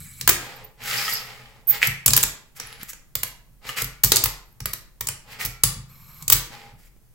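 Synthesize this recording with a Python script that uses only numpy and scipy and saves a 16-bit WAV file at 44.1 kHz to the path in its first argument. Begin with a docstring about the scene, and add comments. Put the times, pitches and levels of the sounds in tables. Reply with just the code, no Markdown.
"""A small metal truck scrapes briefly along a steel rail, then a fingerboard clatters, rolls and squeaks on a table.
Blows are noise bursts for the cracking deck plus decaying modes for its metal trucks and the booming table.
Wheels and rail are uneven contact noise that excites resonances; squeaks are gliding stick-slip tones.
After some pops the deck rings freely; the reflections of a small, bare room and its quiet air surround it all.
"""
import sys
import numpy as np
from scipy import signal
from scipy.fft import rfft, irfft, next_fast_len
from scipy.io import wavfile

SR = 44100
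rng = np.random.default_rng(int(sys.argv[2]) if len(sys.argv) > 2 else 0)


def persist_wave(psi):
    """Save psi, clipped to +-1, as 16-bit WAV."""
    counts = np.round(np.clip(psi, -1, 1) * 32767).astype(np.int16)
    wavfile.write(sys.argv[1], SR, np.atleast_2d(counts).T)


N = 314874
TIME = np.arange(N) / SR

# run-ups, each a soft push, a hard push and a pop of the tail:
# pop t/s, soft push level/dB, hard push level/dB, hard push length/s, crack level/dB
RUN_UPS = [(1.869, -2, 0, 0.071, -14.5), (3.817, -5, 0, 0.07, -16), (5.448, -10.5, -3, 0.072, -18.5)]


def undb(db):
    """Level as a logarithm of amplitude: decibels to gain."""
    return 10 ** (np.asarray(db) / 20)


def unit(x):
    """Normalisation of the mean power: rms 1."""
    return x / np.sqrt(np.mean(x ** 2))


def fade(t, t60):
    """Exponential decay of a damped system, 60 dB down after t60."""
    return np.exp(-np.log(1000) * t / max(t60, 1 / SR))


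def along(points, hz):
    """Interpolation of (f/Hz, value) points on a log-frequency axis."""
    f, value = np.transpose(points)
    return np.interp(np.log(hz + 1), np.log(f), value)


def colour(x, points):
    """Linear filtering: the spectrum is multiplied by gains given as (f/Hz, level/dB)."""
    size = next_fast_len(x.shape[-1], real=True)
    gain = undb(along(points, np.fft.rfftfreq(size, 1 / SR)))
    return irfft(rfft(x, size) * gain, size)[..., :x.shape[-1]]


def resonate(x, peaks):
    """Forced vibration of parallel damped resonators (f/Hz, width/Hz, level/dB)."""
    size = next_fast_len(x.shape[-1], real=True)
    f = np.fft.rfftfreq(size, 1 / SR) + 1
    response = sum(undb(db) / (1 + 1j * (f * f - hz * hz) / (f * width)) for hz, width, db in peaks)
    return irfft(rfft(x, size) * response, size)[..., :x.shape[-1]]


def spread(mid, side, side_db):
    """Mid-side stereo from two unrelated signals; the width depends on frequency."""
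    # side minus mid before side_db is added: f/Hz, level/dB
    side_spectrum = [(100, -2.5), (400, -9.5), (1000, -12.5), (2000, 2), (8000, -2), (16000, -9.5)]
    return mid + undb(side_db) * colour(side, side_spectrum) * np.array([[1], [-1]])


def walk(rate):
    """Slow random drift: straight lines between normal draws, rate of them per second."""
    knots = np.arange(0, TIME[-1] + 1, 1 / rate)
    return np.interp(TIME, knots, rng.standard_normal(len(knots)))


def swell(curve):
    """Amplitude envelope along rows (t/s, level/dB), fading to silence outside them."""
    s, db = np.transpose(curve)
    edge = 0.025  # s
    window = np.interp(TIME, [s[0] - edge, s[0], s[-1], s[-1] + edge], [0, 1, 1, 0]) ** 2
    return undb(np.interp(TIME, s, db)) * window


def add(out, s, sound):
    """Superposition: mix a sound in at time s."""
    start = max(int(s * SR), 0)
    out[:, start:start + sound.shape[-1]] += sound[..., :N - start]


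def ring(modes, t, scatter_db, detune):
    """Free modal vibration; the point of impact and the grip change the shares and pitch of the modes."""
    chance = rng.standard_normal((len(modes), 3))
    total = 0
    for (hz, db, t60), (level, shift, sign) in zip(modes, chance):
        gain = undb(db + scatter_db * level) * np.sign(sign)
        total = total + gain * np.sin(2 * np.pi * hz * (1 + detune * shift) * t) * fade(t, t60)
    return total


def burst(spectrum, t, hold, t60, side_db, hz=0, formant_db=-60):
    """High modal density acts as noise: short-lived deck modes, driven while the contact chatters."""
    noise = colour(rng.standard_normal((2, len(t))), spectrum)
    noise = noise + resonate(noise, [(hz, 900, formant_db)])  # formant of the struck part
    shape = fade(np.maximum(t - hold, 0), t60) * (1 - fade(t, 0.0057)) ** 2
    return unit(spread(*noise, side_db)) * shape


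def asperities(grain_db):
    """Friction at rough surfaces: a dense train of tiny contacts of very uneven size."""
    sizes = np.repeat(rng.exponential(size=N // 16 + 1), 16)[:N]
    return unit(rng.standard_normal(N) * undb(grain_db * sizes))


def texture(grain_db, flutter_db, side_db):
    """Amplitude modulation of stereo contact noise by a fluttering pressure."""
    return spread(asperities(grain_db), asperities(grain_db), side_db) * undb(flutter_db * walk(70))


def waver(x, drift_s):
    """Doppler-like modulation by a drifting delay: shifting finger pressure bends the resonances a little."""
    late = TIME - drift_s * walk(18)
    return unit(np.array([np.interp(late, TIME, channel) for channel in x]))


def glance(x, share, lag_s, drift_s):
    """Comb filtering: the late bounce off table and hand has notches that wander as the board moves."""
    late = TIME - lag_s - drift_s * walk(6.2)
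    return unit(x + share * np.array([np.interp(late, TIME, channel) for channel in x]))


def strikes():
    """Impact excitation: blows as (t/s, crack/dB, knock/dB, formant f/Hz, chatter/s, thump/dB)."""
    # blows of the board:
    # t/s, crack level/dB, wooden knock relative level/dB, formant of the struck part f/Hz, contact chatter/s
    clack_table = [(0.2104, -14, -32, 4040, 0.0012), (0.2753, 3.5, -8.5, 14900, 0.001),
                   (0.2886, -6.5, -17, 6860, 0.002), (0.2923, 5.5, -13, 15000, 0.0012),
                   (2.0598, 2, -33, 11250, 0.0019), (2.0785, -3.5, -19, 7700, 0.0022),
                   (2.1042, -13.5, -44, 4490, 0.0023), (2.133, -2.5, -19.5, 4940, 0.0024),
                   (2.164, 1.5, -36, 14100, 0.0017), (2.174, -5, -18.5, 11900, 0.0033),
                   (2.2288, -5, -26.5, 7400, 0.0019), (2.2343, -4.5, -20.5, 12500, .0014),
                   (2.598, -23, -34.5, 5570, 0.0029), (2.83, -23.5, -36, 11900, 0.0012),
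                   (2.9304, -34.5, -43, 7140, .004), (3.1527, -5.5, -28.5, 14000, 0.00053),
                   (3.2316, -10.5, -26.5, 12900, 0.0026), (3.8426, -18, -41.5, 12500, 0.0017),
                   (4.0344, -4, -32, 13600, 0.0053), (4.0446, -1.5, -32, 13000, 0.0014),
                   (4.1183, 1, -13, 3900, 0.0019), (4.1582, -2.5, -32, 7100, 0.0015),
                   (4.167, -1.5, -26, 4130, 0.00096), (4.2379, -1, -28, 12900, 0.00086),
                   (4.2565, -11, -23, 12600, 0.0023), (4.6029, -25.5, -33.5, 5460, 0.0013),
                   (4.6558, -11.5, -24.5, 11400, 0.0018), (4.732, -18.5, -36.5, 13230, 0.0051),
                   (5.0075, -15, -31, 14900, 0.0032), (5.07, -11.5, -32, 7400, .0007),
                   (5.0859, -9, -23, 8840, .0007), (5.4572, -17.5, -45, 12700, 0.0027),
                   (5.6352, 4.5, -19, 10000, 0.0012), (6.2235, -26.5, -51.5, 7350, 0.0015),
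                   (6.279, -8, -46, 7200, 0.0019), (6.2992, 0, -21, 12600, 0.0016),
                   (6.321, 0, -19.5, 14800, 0.0054), (6.3301, 1, -23, 14800, 0.0014)]
    # boom under a 0 dB crack (before the common trim of thumps), and dB of boom per dB of crack
    thump_db, thump_law = -36, 0.66
    pop_knock_db, pop_hz, pop_chatter_s, pop_thump_db = -36.5, 12840, 0.0059, -32.5
    blow_list = []
    for s, db, knock_db, hz, chatter in clack_table:
        blow_list.append((s, db, knock_db, hz, chatter, thump_db + thump_law * db))
    for s, *_, db in RUN_UPS:
        blow_list.append((s, db, pop_knock_db, pop_hz, pop_chatter_s, pop_thump_db))
    return blow_list


def blows(count=3):
    """Impact radiation at pops, landings and tumbles: deck cracks and knocks, trucks ring and rattle in their play."""
    # crack of the deck: f/Hz, relative level/dB
    deck_spectrum = [(1500, -13.5), (3000, -7), (5000, -2.5), (7500, 0), (9300, -1.5), (12500, 0),
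                     (14500, -1.5), (16000, 5)]
    # wooden knock: f/Hz, relative level/dB
    knock_spectrum = [(150, -20), (350, -4), (600, -10.5), (1200, -2.5), (2400, -4.5), (4500, -13.5),
                      (8000, -29)]
    # modes of the metal trucks: f/Hz, relative level/dB, t60/s
    truck_modes = [(1200, -9, .2), (4520, -3, 0.2), (4882, -10, 0.18), (7160, -3.5, .16), (7830, -3, 0.13),
                   (11430, -7, .12), (12100, -3, .12), (12490, 1, .12)]
    metal_db, pan_db = -34, -0.5  # ring re the crack; left minus right
    pan = undb(np.array([[pan_db], [-pan_db]]) / 2)
    out, t = np.zeros((2, N)), np.arange(2 ** 13 + 2 ** 12) / SR
    for s, db, knock_db, hz, chatter, _ in strikes():
        crack = undb(db) * burst(deck_spectrum, t, chatter, t60=0.019, side_db=-2, hz=hz, formant_db=7)
        knock = undb(knock_db + 1.5) * burst(knock_spectrum, t, chatter, t60=0.025, side_db=-2.0)
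        trucks = undb(db + metal_db) * ring(truck_modes, t, scatter_db=3.5, detune=0.0023)
        add(out, s, (crack + knock + trucks) * pan)
        for delay in rng.uniform(0.0079, 0.031, count):
            rattle = burst(deck_spectrum, t[:512], hold=0, t60=0.0063, side_db=0)
            add(out, s + delay, undb(db - 23.5) * rattle)
    return out


def flights():
    """Free vibration: lifted off the table, nothing damps the deck and its bending modes sing on."""
    # pops that leave the deck ringing in the air: t/s, relative level/dB
    pop_table = [(1.86, -48.5), (3.82, -38.5), (4.121, -38), (5.45, -41), (5.636, -43)]
    # bending modes of the free deck: f/Hz, relative level/dB, t60/s
    deck_modes = [(1210, -0.5, 0.37), (1326, -3, 0.66), (1440, -3, 0.55), (2080, -1, 0.25), (2260, -7.5, 1)]
    out, t = np.zeros((2, N)), np.arange(2 ** 14) / SR
    for s, db in pop_table:
        tone = ring(deck_modes, t, scatter_db=6.5, detune=0.011)
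        add(out, s, undb(db - 7) * tone * (1 - fade(t, 0.017)))
    return out


def push(start, rise, hold, end, fall_db_per_s, stop):
    """Drive and frictional loss of the wheels, 0-1: they speed up, are held, run down and stop."""
    rising = np.clip((TIME - start) / rise, 0, 1) ** 2
    coasting = undb(-fall_db_per_s * np.maximum(TIME - start - rise - hold, 0))
    return rising * coasting * np.clip((end - TIME) / stop, 0, 1)


def rolling():
    """Power laws of rolling noise: one drive moves rumble, whirr and hiss, the hiss most steeply."""
    # free rides across the table: start t/s, speeding up/s, held/s, end t/s,
    # whirr level/dB re a full push, rumble of that part of the table level/dB
    ride_table = [(0.39, 0.026, 0.017, 0.713, -12, -34.5), (0.765, 0.12, 0.13, 1.67, 0, -38.5),
                  (2.54, 0.068, 0.051, 2.84, -16, -42.5), (6.48, 0.046, .01, 6.76, -17, -37)]
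    # the board scuffs the table under the fingers: start t/s, length/s, whirr level/dB, hiss level/dB
    scuff_table = [(1.094, .05, -51, -28.5), (2.569, 0.0077, -48.5, -40), (2.813, 0.0084, -40.5, -49),
                   (2.893, 0.0093, -42.5, -33), (6.79, 0.088, -63.5, -54.5)]
    coast_db_per_s, stop_s = 57, 0.077  # the board loses speed, then the fingers stop it
    # the soft push peaks this long before the pop
    soft_lead_s, soft_rise_s, soft_fall_db_per_s = 0.12, 0.094, 260.5
    hard_rise_s, lift_s = 0.027, 0.017  # the wheels bite; they leave the table around the pop
    whirr_full_db, hiss_full_db, run_up_rumble_db = -29, -27.5, -38.5  # at a full push
    rumble_law, hiss_law = 0.48, 1.38  # powers of the drive
    drives = []
    for start, rise, hold, end, db, rumble_db in ride_table:
        drive = undb(db) * push(start, rise, hold, end, coast_db_per_s, stop_s)
        drives.append((drive, rumble_db))
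    for pop, soft_db, hard_db, length, _ in RUN_UPS:
        soft_start = pop - soft_lead_s - soft_rise_s
        soft = undb(soft_db) * push(soft_start, soft_rise_s, 0, pop, soft_fall_db_per_s, lift_s)
        hard = undb(hard_db) * push(pop - length, hard_rise_s, length, pop + lift_s / 2, 0, lift_s)
        drives.append((np.maximum(soft, hard), run_up_rumble_db))
    drumming = sum(undb(rumble_db) * drive ** rumble_law for drive, rumble_db in drives)
    whirring = undb(whirr_full_db) * sum(drive for drive, _ in drives)
    hissing = undb(hiss_full_db) * sum(drive ** hiss_law for drive, _ in drives)
    for s, length, whirr_db, hiss_db in scuff_table:
        scuff = swell([(s, 0), (s + length, 0)])
        whirring = whirring + undb(whirr_db) * scuff
        hissing = hissing + undb(hiss_db) * scuff
    return drumming, whirring, hissing


def wheels():
    """Roughness excitation: wheels drum the tabletop and whirr on their axles; pressed harder they hiss with grit."""
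    # tabletop drummed by the wheels: f/Hz, width/Hz, relative level/dB
    tabletop_peaks = [(125.6, 7.3, 13), (188, 53, -7), (230, 40, -10.5), (445, 20, -2), (530, 130, -4.5),
                      (718, 62, -6.5), (811, 28, 2.5), (940, 25, -23)]
    # whirr of the wheels: f/Hz, relative level/dB
    wheel_spectrum = [(700, -26.5), (1250, -3.5), (1600, -2.5), (2150, 0.5), (3000, -5), (3800, -6.5),
                      (4900, -6), (6200, -16), (7300, -12.5), (9500, -23), (16000, -30.5)]
    # resonances of the wheels: f/Hz, width/Hz, relative level/dB
    wheel_peaks = [(1276, 39, 6), (1866, 50, 4), (2090, 120, -13), (3046, 170, -0.5), (5140, 500, -21)]
    # hiss of the grit: f/Hz, relative level/dB
    grit_spectrum = [(3800, -25), (5000, -3.5), (6200, -4), (7400, -1), (9000, -6), (10500, -4.5),
                     (12500, 0.5), (14000, -4.5), (16000, -1.5)]
    drumming, whirring, hissing = rolling()
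    grain = texture(grain_db=2.5, flutter_db=1.5, side_db=-4.5)
    rumble = undb(-3.5) * unit(resonate(grain, tabletop_peaks))
    ring_grain = texture(grain_db=4.5, flutter_db=3.5, side_db=0.5)
    rings = waver(resonate(ring_grain, wheel_peaks), drift_s=0.0015)
    whirr = unit(colour(grain, wheel_spectrum)) + undb(-5.0) * rings
    whirr = undb(1.0) * glance(whirr, share=0.082, lag_s=0.001305, drift_s=0.00021)
    grit = colour(texture(grain_db=2.0, flutter_db=2.0, side_db=-8.5), grit_spectrum)
    grit = undb(-3.0) * glance(grit, share=0.18, lag_s=0.00085, drift_s=0.00005)
    return drumming * rumble + whirring * whirr + hissing * grit


def spins():
    """Narrow-band resonance: loose wheels rattle on their axles and weaken slightly as they run down."""
    # whirring wheels: start t/s, end t/s, rattle f/Hz, level/dB
    spin_table = [(0.917, 1.182, 5020, -31), (1.177, 1.28, 12500, -46), (1.82, 1.853, 2190, -28.5),
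                  (2.646, 2.824, 10900, -51), (3.247, 3.33, 12500, -50.5), (4.27, 4.526, 12600, -66),
                  (5.41, 5.432, 2150, -34)]
    out, grain = 0, texture(grain_db=3.5, flutter_db=9.5, side_db=0.5)
    for start, end, hz, db in spin_table:
        axle = [(hz, 1000, 0)]
        rattle = unit(resonate(resonate(grain, axle), axle))
        out = out + swell([(start, db), (end, db - 0.5)]) * rattle
    return out


def rail():
    """Sliding friction: the truck rubs along the steel; the posts carry a rumble into the table."""
    # truck sliding on the rail: start t/s, end t/s, relative level/dB at the start, relative level/dB near the end
    grind_table = [(0.0, 0.203, -37.5, -41), (5.896, 6.226, -47.5, -41.5)]
    # resonances of board and rail in each grind: f/Hz, width/Hz, relative level/dB
    first_peaks = [(2280, 110, -3), (4020, 300, -9.5), (8000, 500, -1), (11100, 550, -1),
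                   (14000, 900, -5.5)]
    second_peaks = [(1130, 220, -8), (2250, 180, -11.5), (4160, 300, -13), (5420, 182, -14.5),
                    (7430, 1200, -17), (12400, 510, -0.5)]
    scrape_spectrum = [(500, -16), (1200, 7.5), (6000, 4.0), (8000, 3.5), (15000, -1.5)]
    post_spectrum, post_peaks = [(200, 18.0), (600, -20.5)], [(92, 15, -2), (127.6, 15, 1), (154, 6.9, -1.6)]
    catch_s, catch_db = 0.035, 6.5  # the truck catches just before it leaves the rail
    out = 0
    for (start, end, start_db, end_db), peaks in zip(grind_table, (first_peaks, second_peaks)):
        curve = [(start, start_db), (end - catch_s, end_db), (end, end_db + catch_db)]
        rub = texture(grain_db=1.5, flutter_db=-1.0, side_db=-14.5)
        steel = undb(-8) * waver(resonate(rub, peaks), drift_s=0.00043)
        scrape = undb(-16) * unit(colour(rub, scrape_spectrum))
        rumble = undb(-9.0) * unit(resonate(colour(rub, post_spectrum), post_peaks))
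        out = out + swell(curve) * (steel + scrape + rumble)
    return out


def squeaks(pan_db=-6):
    """Stick-slip oscillation: a wheel whistles very high, swells and turns ragged, mostly on the right."""
    # wheel squeaks: start t/s, length/s, f/Hz, relative level/dB, roughness 0-1
    squeak_table = [(0.56, 0.014, 14200, -47, 0.16), (0.641, 0.015, 14340, -41.5, 0.2),
                    (1.13, 0.014, 12300, -26.5, 0.6), (1.671, 0.036, 14350, -17.5, 0.05),
                    (1.688, 0.027, 14650, -14, 0.84)]
    out = np.zeros((2, N))
    for s, length, hz, db, rough in squeak_table:
        u = np.linspace(0, 1, int(length * SR))
        pitch = hz + rough * 800 * walk(1500)[:len(u)]
        shape = np.sqrt(np.abs(np.sin(np.pi * u))) * (1 + u)
        phase = 2 * np.pi * np.cumsum(pitch) / SR + np.array([[0], [np.pi / 2]])  # the nearer side leads
        gain = undb(db + 1.0 + np.array([[pan_db], [-pan_db]]) / 2)
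        add(out, s, gain * shape * np.sin(phase))
    return out


def thumps():
    """Plate modes: the tabletop booms under the board; soft flesh wakes mainly its lowest modes."""
    # heavy pushes of hand and arm on the table: t/s, relative level/dB
    bump_table = [(0.235, -28), (0.289, -28.5), (1.873, -29), (2.061, -21), (2.09, -18.5), (3.486, -46),
                  (4.04, -18), (4.606, -27.5), (5.011, -34.5), (5.072, -31.5), (5.637, -20.5),
                  (5.765, -25.5), (6.223, -36), (6.301, -31.5), (6.722, -39)]
    # modes of the table: f/Hz, relative level/dB, t60/s
    table_modes = [(44.3, 1.5, 0.41), (78.6, -5.5, 0.36), (105.8, 6, 0.21), (131, 4, 0.35),
                   (161.1, -9, 0.58), (185.5, -10.5, 0.39), (218, -6.5, 0.14), (257.3, -12, 0.38),
                   (318, -19, 0.29), (494, -4, 0.16), (782, -15.5, 0.23), (835, -23, 0.86)]
    flesh_spectrum = [(110, -6.5), (200, -3.5), (500, -27)]
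    out, t = np.zeros((2, N)), np.arange(2 ** 15) / SR
    for s, *_, thump_db in strikes():
        boom = ring(table_modes, t, scatter_db=4.5, detune=0.02)
        add(out, s, undb(thump_db - 3.5) * boom * (1 - fade(t, 0.05)))
    for s, db in bump_table:
        thud = colour(ring(table_modes, t, scatter_db=-1.0, detune=0.017), flesh_spectrum)
        add(out, s, undb(db - 3.0) * thud * (1 - fade(t, 0.059)))
    return out


def reflections():
    """Diffuse reverberation of the near walls for one place on the table; the high treble dies first."""
    # reverberation time: f/Hz, t60/s
    decay_times = [(80, 0.81), (210, 0.46), (560, 0.6), (1470, .46), (3880, 0.42), (10200, 0.28),
                   (16000, 0.22)]
    # reflected sound re direct sound: f/Hz, level/dB
    wall_gains = [(60, -16), (300, 1), (1000, 0), (3000, -5), (8000, -3), (16000, -10)]
    t = np.arange(2 ** 15) / SR
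    noise = rfft(spread(*rng.standard_normal((2, len(t))), 0))
    centres = np.geomspace(60, 16000, 12)
    response = 0
    for hz, share in zip(centres, np.eye(len(centres))):
        band = irfft(noise * along(np.c_[centres, share], np.fft.rfftfreq(len(t), 1 / SR)))
        # the first reflections set in after 2 ms
        decay = fade(t, along(decay_times, hz)) * np.clip((t - 0.002) / 0.003, 0, 1)
        scale = undb(along(wall_gains, hz)) / np.sqrt(2 * np.sum(decay ** 2))
        response = response + band * decay * scale
    return response


def room(x, count=4):
    """Convolution with a varying room response: the reflections keep changing as board and hand move about."""
    place = TIME * 2 * np.pi % count  # cycles through the places, crossfading
    out = 0
    for own in np.eye(count):
        share = np.interp(place, np.arange(count), own, period=count)
        out = out + signal.fftconvolve(x * np.sqrt(share), reflections(), axes=1)[:, :N]
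    return out


def air():
    """Stationary background noise: low rumble and faint hiss of the quiet room."""
    # room noise: f/Hz, relative level/dB
    air_spectrum = [(25, -6), (44, -0.5), (70, -20.5), (125, -10.5), (250, -26), (850, -35), (3500, -44.5),
                    (16000, -38)]
    noise = colour(rng.standard_normal((2, N)), air_spectrum)
    return undb(-53) * unit(spread(*noise, -1.3))


def scene():
    """Superposition of board and rail, heard directly and from the walls, over the boom of the table."""
    direct = blows() + flights() + wheels() + spins() + rail() + squeaks()
    return direct + room(direct) + thumps() + air()


def record(dry):
    """Overload and band-limiting: the loudest cracks clip in the recorder; the top is cut."""
    top_hz = 15900
    low_pass = signal.ellip(10, 0.2, 70, top_hz, fs=SR, output="sos")
    return signal.sosfilt(low_pass, np.clip(dry, -1, 1))


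dry = scene()
out = record(dry)
persist_wave(out)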